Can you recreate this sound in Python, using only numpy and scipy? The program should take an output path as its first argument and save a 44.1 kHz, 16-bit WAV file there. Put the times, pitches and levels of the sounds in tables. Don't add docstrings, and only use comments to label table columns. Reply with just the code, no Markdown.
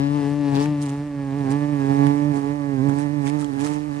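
import sys
import numpy as np
from scipy import signal
from scipy.fft import rfft, irfft
from scipy.io import wavfile

SR = 44100
rng = np.random.default_rng(int(sys.argv[2]) if len(sys.argv) > 2 else 0)


def put_to_file(sound):
    columns = np.atleast_2d(sound).T
    safe = np.clip(columns, -1, 1)
    whole_steps = np.round(safe * 32767)
    wavfile.write(sys.argv[1], SR, whole_steps.astype(np.int16))


N = 176400
TIME = np.arange(N) / SR
LOW_CORRELATION, HISS_CORRELATION = 0.63, 0.11


# t/s, f/Hz
WINGBEAT_RATE = [(0.0, 138.8), (0.16, 146.7), (0.24, 141.1), (0.38, 146.1), (0.56, 138.2), (0.68, 149.7),
                 (0.78, 143.9), (0.84, 145.8), (0.88, 138.2), (1.06, 147.2), (1.12, 142.8), (1.32, 135.8),
                 (1.38, 143.8), (1.48, 133.2), (1.56, 144.1), (1.72, 146.2), (1.82, 136.9), (2.3, 146.7),
                 (2.34, 140.5), (2.44, 140), (2.56, 145.8), (2.72, 138.9), (2.8, 129.4), (2.86, 141.9),
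                 (2.92, 139.0), (3.04, 146.8), (3.08, 142.9), (3.14, 147.9), (3.26, 137.9), (3.34, 149.3),
                 (3.5, 142.8), (3.52, 133.2), (3.56, 140.6), (3.58, 135.7), (3.66, 147.9), (3.88, 148.8),
                 (3.92, 142.4), (3.99, 145.8)]
def wing_phase(jitter=0.00199):
    rate, = in_time(WINGBEAT_RATE)
    return 2 * np.pi * np.cumsum(rate * (1 + jitter * drift(45.4))) / SR


# t/s, level/dB
FIRST_HARMONIC = [(.19,-24.5),(.23,-31.5),(.3,-24),(.44,-31.5),(.54,-20.5),(.59,-26),(.68,-25),(1.05,-32.5),(1.09,-37),(1.18,-34),(1.5,-24.5),(1.68,-28),
                  (2.07,-21.5),(2.17,-26.5),(2.32,-23.5),(2.38,-34),(2.5,-29.5),(2.63,-33.5),(2.91,-22),(3,-28),(3.42,-28.5),(3.47,-37.5),(3.65,-31.5),(4,-33.5)]
SECOND_HARMONIC = [(0,-21.5),(.2,-21),(.35,-23.5),(.56,-19.5),(.68,-22),(1,-29.5),(1.2,-30),(1.52,-21.5),(1.68,-24),(2.04,-17.5),(2.3,-20.5),(2.62,-27),(2.87,-19.5),(3.1,-25),(3.43,-23.5),(3.52,-27),(3.65,-23.5),(3.95,-28.5)]
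FOURTH_HARMONIC = [(.17,-40),(.23,-44),(.35,-38.5),(.75,-40.5),(.88,-48),(1.1,-44.5),(1.55,-44.5),(1.62,-37.5),(1.8,-42),(2.03,-39),(2.13,-42),(2.27,-34.5),
                   (2.4,-50.5),(2.52,-39),(2.76,-43),(2.87,-40),(2.95,-43),(3.05,-40),(3.28,-46),(3.38,-42),(3.57,-56),(3.66,-40.5),(3.75,-46)]
# t/s, third harmonic level/dB, rasp level/dB
HARDNESS = [(0,-36.5,-29.5),(.08,-44,-35),(0.232,-31,-34.5),(0.401,-45.5,-44.5),(.53,-32,-30),(0.622,-29.5,-28),(0.732,-53,-44.5),(.88,-40.5,-38.5),(1.031,-45,-46),(1.09,-53,-48.5),
            (1.14,-45.5,-49),(1.521,-33,-31.5),(1.72,-46,-38.5),(1.77,-34.5,-34),(1.9,-30.5,-28.5),(2.101,-30.5,-28),(2.291,-41.5,-36),(2.339,-33.5,-31.5),(2.479,-33.5,-35),
            (2.59,-51,-39),(2.7,-36.5,-39),(2.932,-33.5,-31.5),(3.169,-48,-42.5),(3.24,-37.5,-35),(3.52,-42,-42),(3.659,-35,-32.5),(3.88,-48.5,-44.5),(3.96,-45,-39.5)]
# t/s, hum pan/dB, rasp
# pan/dB, rasp phase lead/rad
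POSITION = [(0,9.5,5,4),(.6,7.5,3.5,-2.5),(.8,1.5,1,2),(1.05,-3,-4.5,0.5),(1.5,-8,-7,2.1),(2,-12,-6.5,3),(2.6,-12,-10.5,3.5),(3.6,-22,-7,4),(4,-18.5,-5,3.5)]
def hum(phase, push_cycles=0.29, waver_db=1.5):
    push = phase - 2 * np.pi * push_cycles
    out = 0
    for k, curve in enumerate((FIRST_HARMONIC, SECOND_HARMONIC, HARDNESS, FOURTH_HARMONIC), 1):
        db = in_time(curve)[0] + waver_db * drift(21.5) * (k % 2)
        out = out - from_db(db) * np.cos(k * push)
    return out * panned(in_time(POSITION)[0])


# harmonic number, relative level/dB
SNAP_SPECTRUM = [(5,-7.5),(6,-2.5),(7,-10),(8,-11),(9,-22.5),(10,-23),(11,-22.5),(12,-13.5),(13,-17.5),(15,-21.5),(20,-27.5),(23,-32.5),(38,-36),(60,-66)]
def rasp(phase, flicker_db=1.5, wander_rad=0.67, brightening=0.51):
    _, pan, lead = in_time(POSITION)
    envelope_db = np.interp(np.arange(61), *np.transpose(SNAP_SPECTRUM))
    mirrored_db = np.r_[envelope_db, envelope_db[-2:0:-1]]
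    lag = signal.hilbert(np.log(from_db(mirrored_db))).imag
    middle, treble = 0, 0
    for k in range(5, 61):
        db = envelope_db[k] + flicker_db * drift(12)
        if k > 17:
            db = db + brightening * (pan - pan.mean())
        partial = from_db(db) * np.exp(1j * (k * phase - lag[k] + wander_rad * drift(13)))
        if k < 8:
            middle = middle + partial
        else:
            treble = treble + partial
    left_lead = 1j * lead * [[1], [0]]
    middle = from_db(in_time(HARDNESS)[1]) * middle * panned(pan) * np.exp(left_lead)
    treble = from_db(treble_db()) * treble * panned(0.45 * pan) * np.exp(0.56 * left_lead)
    return (middle + treble).real


def treble_db(share=0.56):
    rasp_db = in_time(HARDNESS)[1]
    return rasp_db.mean() + share * (rasp_db - rasp_db.mean())


def buzz(phase, flutter_rad=0.056, shimmer_db=1):
    gusts = sum(swell(t, half_width) for t, half_width, _ in GUSTS)
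    phase = phase + flutter_rad * gusts * drift(110)
    return np.sqrt(2) * from_db(shimmer_db * drift(18)) * (hum(phase) + rasp(phase))


# t/s, level/dB
HISS_LEVEL = [(0,-13.5),(.3,-7),(.55,-10.5),(.92,-7),(1.3,-10.5),(1.9,-11),(2.8,-11),(3.5,-7),(3.9,-7.5)]
# f/Hz, relative level/dB
HISS_SPECTRUM = [(300,15),(1400,7),(2100,2.5),(3200,-0.5),(5400,0),(6500,-1),(9400,-1.5),(11000,-12),(15000,-22)]
def wing_hiss(phase):
    db = in_time(HISS_LEVEL)[0] + treble_db()
    pan = 0.32 * in_time(POSITION)[0]
    pulses = beat_gate(phase, sharpness=6.6, floor=0.38)
    return from_db(db) * pulses * panned(pan) * noise(HISS_SPECTRUM, HISS_CORRELATION)


# t/s, half-width/s, level/dB, pan/dB, relative ring level/dB, ring f/Hz
LEAF_CONTACTS = [(.561,0.012,-46.5,-3,9.5,4000),(.603,0.0077,-53.5,3,15,4570),(.628,.017,-44,-4,4.5,5060),(.659,0.0037,-48,-3,16.5,2120),
                 (.826,0.01,-39,-4,-17,3700),(.863,0.0057,-42,-8,-17,2991),(.895,0.0063,-42,-9,-25,3000),
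                 (1.515,0.0087,-38.5,-8,0,1706),(2.069,0.0039,-38.5,-3,6.5,1800),(2.372,0.02,-48,-9,-23,2010),
                 (2.896,0.0049,-44.5,-5,3,1400),(3.001,0.024,-45.5,-15,1,1770),(3.278,.016,-40,-8,3.5,2230),
                 (3.412,0.014,-41.5,-8,-1,1691),(3.446,0.0033,-43.5,-10,4.5,3220),
                 (3.61,0.013,-43.5,-10,-0.5,2800),(3.661,0.021,-37,-5.5,-3.5,1950),(3.736,.024,-45.5,-15,-0.5,2206)]
# f/Hz, relative level/dB
SCRATCH_SPECTRUM = [(1500,-21.5),(3000,-3),(6000,0),(8000,2.5),(9600,1.5),(11000,-17),(15000,-25.5)]
def leaf_brushes(phase, leaf_q=3.3, flicker_db=1.2):
    scratch = noise(SCRATCH_SPECTRUM, HISS_CORRELATION)
    white = rng.standard_normal((2, N))
    out = 0
    for t, half_width, db, pan, ring_db, ring_hz in LEAF_CONTACTS:
        omega = 2 * np.pi * ring_hz / SR
        radius = np.exp(-omega / (2 * leaf_q))
        ring = signal.lfilter([1], [1, -2 * radius * np.cos(omega), radius * radius], white)
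        ring = from_db(ring_db) * ring / ring.std()
        contact_phase = phase - np.interp(t, TIME, phase)
        ticks = swell(t, half_width) * beat_gate(contact_phase, sharpness=10.0, floor=0.15)
        out = out + from_db(db) * ticks * panned(pan) * (scratch + ring)
    return out * from_db(flicker_db * drift(77))


# t/s, level/dB
TWIG_KNOCKS = [(3.426,-36.5),(3.661,-34.5)]
def twig_knocks(ring_hz=1306, decay_s=0.01):
    out = 0
    for t, db in TWIG_KNOCKS:
        age = np.maximum(TIME - t, 0)
        out = out + from_db(db) * np.exp(-age / decay_s) * np.sin(2 * np.pi * ring_hz * age)
    return out


# t/s, half-width/s, level/dB
GUSTS = [(0.22,0.025,-40),(.585,0.049,-39),(1.484,0.043,-35),(2.386,.035,-39.5),(2.905,0.064,-39),(3.549,0.14,-41)]
# f/Hz, relative level/dB
DRAUGHT_SPECTRUM = [(55,-28),(120,18),(250,-2.5),(600,0),(2500,-48.5)]
def wing_draught():
    gusts = sum(from_db(db) * swell(t, half_width) for t, half_width, db in GUSTS)
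    return gusts * panned(in_time(POSITION)[0]) * noise(DRAUGHT_SPECTRUM, LOW_CORRELATION)


# f/Hz, relative level/dB
HUSH_SPECTRUM = [(35,-37.5),(57,12.5),(100,2.5),(250,-12),(600,-7.5),(1500,-11),(3500,-23.5),(15000,-49.5)]
def garden_hush(level_db=-50.5, pan_db=7):
    return from_db(level_db) * panned(pan_db) * noise(HUSH_SPECTRUM, LOW_CORRELATION)


def from_db(db):
    return 10 ** (np.asarray(db) / 20)


def in_time(rows):
    times, *columns = np.transpose(rows)
    return [np.interp(TIME, times, column) for column in columns]


def drift(corner_hz):
    step = 40
    pole = np.exp(-2 * np.pi * corner_hz * step / SR)
    white = rng.standard_normal(N // step + 2002)
    slow = signal.lfilter([1], [1, -2 * pole, pole * pole], white)[2000:]
    return np.interp(np.arange(N) / step, np.arange(len(slow)), slow / slow.std())


def noise(spectrum, correlation):
    hz, db = np.transpose(spectrum)
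    gain = from_db(np.interp(np.log(np.fft.rfftfreq(N, 1 / SR) + 1), np.log(hz), db))
    mid, side = irfft(rfft(rng.standard_normal((2, N))) * gain, N)
    out = np.sqrt(1 + correlation) * mid + np.sqrt(1 - correlation) * side * [[1], [-1]]
    return out / out.std()


def panned(db):
    gains = from_db(np.atleast_1d(db) * [[.5], [-.5]])
    return gains / np.sqrt(np.mean(gains ** 2, axis=0))


def swell(t, half_width):
    return np.exp(-((TIME - t) / half_width) ** 2 / 2)


def beat_gate(phase, sharpness, floor):
    gate = floor + (1 - floor) * np.exp(sharpness * (np.cos(phase) - 1))
    return gate / np.sqrt(np.mean(gate ** 2))


def scene():
    phase = wing_phase()
    bee = buzz(phase) + wing_hiss(phase) + leaf_brushes(phase)
    return bee + twig_knocks() + wing_draught() + garden_hush()


def record(dry):
    dry = signal.sosfilt(signal.butter(2, 35, "high", fs=SR, output="sos"), dry)
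    return signal.sosfilt(signal.ellip(10, .1, 80, 15600, fs=SR, output="sos"), dry)


dry = scene()
out = record(dry)
put_to_file(out)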